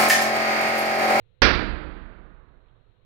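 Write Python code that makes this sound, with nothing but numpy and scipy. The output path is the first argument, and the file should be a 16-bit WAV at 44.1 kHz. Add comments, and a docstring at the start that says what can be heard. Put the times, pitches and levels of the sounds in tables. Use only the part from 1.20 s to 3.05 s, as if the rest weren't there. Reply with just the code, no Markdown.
"""Ventilation rumbles and a microphone hisses in a classroom; the left channel holds only faint hiss and whine.
A high-voltage discharge bursts a wire in a clear plastic safety box: air is shoved out, shock fronts slap
off the box and nearby surfaces, and the narrow-band microphone on the right channel just overloads.
The panels ring, and the room answers with a bright echo, then a long dull tail and low booming modes.
Last, three small fragments tick against the box."""
import sys
import numpy as np
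from scipy import signal
from scipy.fft import rfft, irfft, next_fast_len
from scipy.io import wavfile
from scipy.ndimage import map_coordinates

SR = 44100
rng = np.random.default_rng(int(sys.argv[2]) if len(sys.argv) > 2 else 0)


def unload_audio(sound):
    """Save the sound as a 16-bit wav file, at the path given as the first command line argument."""
    columns = np.transpose(np.atleast_2d(sound))
    # keep every value between -1 and 1, then stretch to whole-number steps
    steps = np.round(np.clip(columns, -1, 1) * 32767)
    wavfile.write(sys.argv[1], SR, steps.astype(np.int16))


N = 81585

# shock fronts at the microphone, direct and reflected: (time [s], level [dB])
SHOCK_ARRIVALS = [(0.2198, 0), (.2208, 0), (.2233, -1.5), (0.2275, 5.5), (.2316, -3), (0.257, -3.5),
                  (0.2646, -5), (.2712, -6), (0.2776, -6), (0.2922, -5.5), (.317, -9.5), (.332, -10)]
# a low room mode at 105 Hz, then normal modes of the panels and the enclosed air: (frequency [Hz], level [dB],
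# T60 [s])
BOX_MODES = [(105, -23.5, 1), (463.4, -21.5, 0.61), (558.4, -26, 0.32), (1108, -22, .45), (1312, -21, .5),
             (1403, -20.5, .3), (1435, -17, .4), (1640, -20.5, .48), (1668, -22, 0.59), (2098, -22, 0.29),
             (2357, -19.5, .38), (2705, -22.5, 0.29), (3305, -23, .36), (3604.5, -25.5, .36),
             (4930, -25, 0.25)]
# room modes; close pairs beat, so the boom throbs: (frequency [Hz], level [dB], T60 [s])
STANDING_WAVES = [(29.134, -33, 2.3), (35.32, -23, 2.6), (38.6, -27.5, 1.8), (42.7, -21.5, 1.1),
                  (56.84, -28.5, 2.6), (60.5, -20, 1.1), (63.2, -17, 1.2), (69.8, -27, 1.7),
                  (188, -30.5, 1.7), (211, -28, 1.4), (284.6, -29.5, .9), (306.6, -26, 1.4),
                  (306.5, -29.5, 0.74), (357, -31.5, 1.7)]
# early diffuse field: (frequency [Hz], initial density [dB/Hz], T60 [s])
EARLY_FIELD = [(15, -64, 0.67), (55, -58, 1.3), (120, -49.5, 0.98), (351.2, -44.5, 1), (900, -49, .8),
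               (1450, -42.5, .75), (2350, -44.5, .67), (2900, -50, 0.59), (4850, -50.5, 0.55),
               (5200, -53, 0.37), (6000, -54.5, 0.37)]
# late reverberation: (frequency [Hz], initial density [dB/Hz], T60 [s])
LATE_FIELD = [(14.97, -79, 2.8), (55, -67.5, 2.3), (130, -51.5, 2.06), (382, -55.5, 2.1),
              (790, -64.5, 2.41), (1455, -58.5, 1.964), (3028, -65, 1.35), (4630, -70, 1.128),
              (6000, -97, .7)]
# fragments landing: (time [s], level before the envelope [dB], centre frequency [Hz])
FRAGMENT_IMPACTS = [(1.459, -63, 2200), (1.482, -61, 3100), (1.492, -68, 3000)]
# ventilation rumble and microphone hiss: (frequency [Hz], density [dB/Hz])
AMBIENT_SPECTRUM = [(20, -76.5), (45, -80.5), (85, -80.5), (110, -75.5), (160, -89), (240, -107),
                    (400, -99), (490, -89.5), (620, -106), (1000, -119), (2500, -125), (4000, -124),
                    (4600, -137), (15000, -142)]
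# hiss of the idle left input: (frequency [Hz], density [dB/Hz])
IDLE_SPECTRUM = [(20, -102), (150, -108), (350, -106), (900, -111), (4200, -110), (4600, -138),
                 (15000, -145)]

BANG_S = .218  # the wire bursts
PUSH_DB, PUSH_S = -7.5, .0064  # the slow shove of air out of the box
SHOCK_S = .00036  # duration of one front's overpressure
SCATTER_DB, SCATTER_S = -15, .0011
ECHO_DELAY_S, ECHO_RISE_S, TAIL_RISE_S = .0015, .002, .05
FLUTTER_DB, FLUTTER_PER_S = .77, 150  # reflections arrive in clumps
TICK_T60_S, TICK_WIDTH_HZ = .048, 800
WHINE_HZ, WHINE_DB = 3849, -85
MIC_HZ, MIC_ORDER = 5973, 50
CLIP_HARDNESS, SHELF_HZ, BAND_LIMIT_HZ = 30, 7500, 15800


def exploding_wire():
    """Sudden expansion displaces air, launches shock fronts and excites the box's modes."""
    push = amp(PUSH_DB) * blast_wave(BANG_S, PUSH_S) * rise(since(BANG_S), attack_s=.0012)
    shocks = sum(amp(db) * shock_front(s) for s, db in SHOCK_ARRIVALS)
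    return push + shocks + damped_modes(BOX_MODES, attack_s=.0022)


def shock_front(start_s):
    """Scattering at the box's walls trails each front with a brief burst of noise."""
    t = since(start_s)
    envelope = amp(SCATTER_DB) * (t > 0) * np.exp(-t / SCATTER_S)
    scatter = rng.standard_normal(N) * np.sqrt(SR / 2 / MIC_HZ)  # unit power in the microphone's band
    return blast_wave(start_s, SHOCK_S) + envelope * scatter


def blast_wave(start_s, overpressure_s):
    """Compression and rarefaction: a jump in pressure falls into a longer suction."""
    u = since(start_s) / overpressure_s
    return (u > 0) * (1 - u) * np.exp(-u)


def damped_modes(modes, attack_s):
    """Free vibration: after the bang each mode is an exponentially decaying sinusoid."""
    t = since(BANG_S)
    partials = (amp(db) * decay(t, t60) * np.sin(2 * np.pi * hz * t) for hz, db, t60 in modes)
    return rise(t, attack_s) * sum(partials)


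def classroom():
    """Repeated reflection builds an early echo, a slower tail and standing waves."""
    t = since(BANG_S + ECHO_DELAY_S)
    flutter = amp(FLUTTER_DB * wobble(FLUTTER_PER_S))
    echo = diffuse_field(EARLY_FIELD) * rise(t, ECHO_RISE_S) * flutter
    tail = diffuse_field(LATE_FIELD) * rise(t, TAIL_RISE_S)
    return echo + tail + damped_modes(STANDING_WAVES, attack_s=.02)


def diffuse_field(table, size=512):
    """Reverberant decay: each frequency of a noise dies at its own rate after the bang."""
    table_hz, _, t60 = np.transpose(table)
    hz, t, spectrum = signal.stft(noise(table), SR, nperseg=size)
    fade = decay(np.maximum(t - BANG_S, 0), along(hz, table_hz, t60)[:, None])
    return signal.istft(spectrum * fade, nperseg=size)[1][:N]


def debris():
    """Impact: each fragment striking the box radiates a quickly damped band of noise."""
    ticks = np.zeros(N)
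    for start_s, db, centre_hz in FRAGMENT_IMPACTS:
        t = since(start_s)
        white = rng.standard_normal(N)
        band = filtered(white, lambda hz: np.exp(-((hz - centre_hz) / TICK_WIDTH_HZ) ** 2))
        ticks += amp(db) * band / band.std() * rise(t, attack_s=.0015) * decay(t, TICK_T60_S)
    return ticks


def microphone(x):
    """Limited bandwidth: the response falls steeply above the cutoff."""
    return filtered(x, lambda hz: 1 / np.sqrt(1 + (hz / MIC_HZ) ** (2 * MIC_ORDER)))


def idle_input():
    """Electronic self-noise: broadband hiss and one faint tone."""
    return noise(IDLE_SPECTRUM) + amp(WHINE_DB) * np.sin(2 * np.pi * WHINE_HZ * since(0))


def noise(table):
    """Spectral shaping gives white noise the tabulated power density."""
    table_hz, db = np.transpose(table)[:2]
    return filtered(rng.standard_normal(N), lambda hz: amp(along(hz, table_hz, db)) * np.sqrt(SR / 2))


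def filtered(x, response):
    """Linear filtering multiplies the spectrum by a frequency response."""
    size = next_fast_len(N + SR // 2)
    return irfft(rfft(x, size) * response(np.fft.rfftfreq(size, 1 / SR)), size)[..., :N]


def wobble(knots_per_s):
    """Spline interpolation joins random values into a smooth curve."""
    return map_coordinates(rng.standard_normal(N // 10), [np.arange(N) * knots_per_s / SR], mode="wrap")


def along(hz, table_hz, values):
    """Interpolation on a logarithmic frequency axis."""
    return np.interp(np.log(hz + 1), np.log(np.asarray(table_hz) + 1), values)


def rise(t, attack_s):
    """Exponential build-up from 0 to 1."""
    return 1 - np.exp(-t / attack_s)


def decay(t, t60):
    """Exponential damping, 60 dB in t60 seconds."""
    return np.exp(-np.log(1000) * t / t60)


def since(start_s):
    """Seconds since an onset, zero before it."""
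    return np.maximum(np.arange(N) / SR - start_s, 0)


def amp(db):
    """Decibels to amplitude ratio."""
    return 10 ** (np.asarray(db) / 20)


def scene():
    """Superposition: the sources and the ambient noise add on the right; the left input idles."""
    left = idle_input()
    right = microphone(exploding_wire() + classroom() + debris()) + noise(AMBIENT_SPECTRUM)
    return np.array([left, right])


def record(dry):
    """Saturation clips the highest peaks; a 6 dB shelf softens the treble below a hard band limit."""
    clipped = dry / (1 + np.abs(dry) ** CLIP_HARDNESS) ** (1 / CLIP_HARDNESS)
    return filtered(clipped, lambda hz: (hz < BAND_LIMIT_HZ) * (.5 + .5 / (1 + (hz / SHELF_HZ) ** 10)))


dry = scene()
out = record(dry)
unload_audio(out)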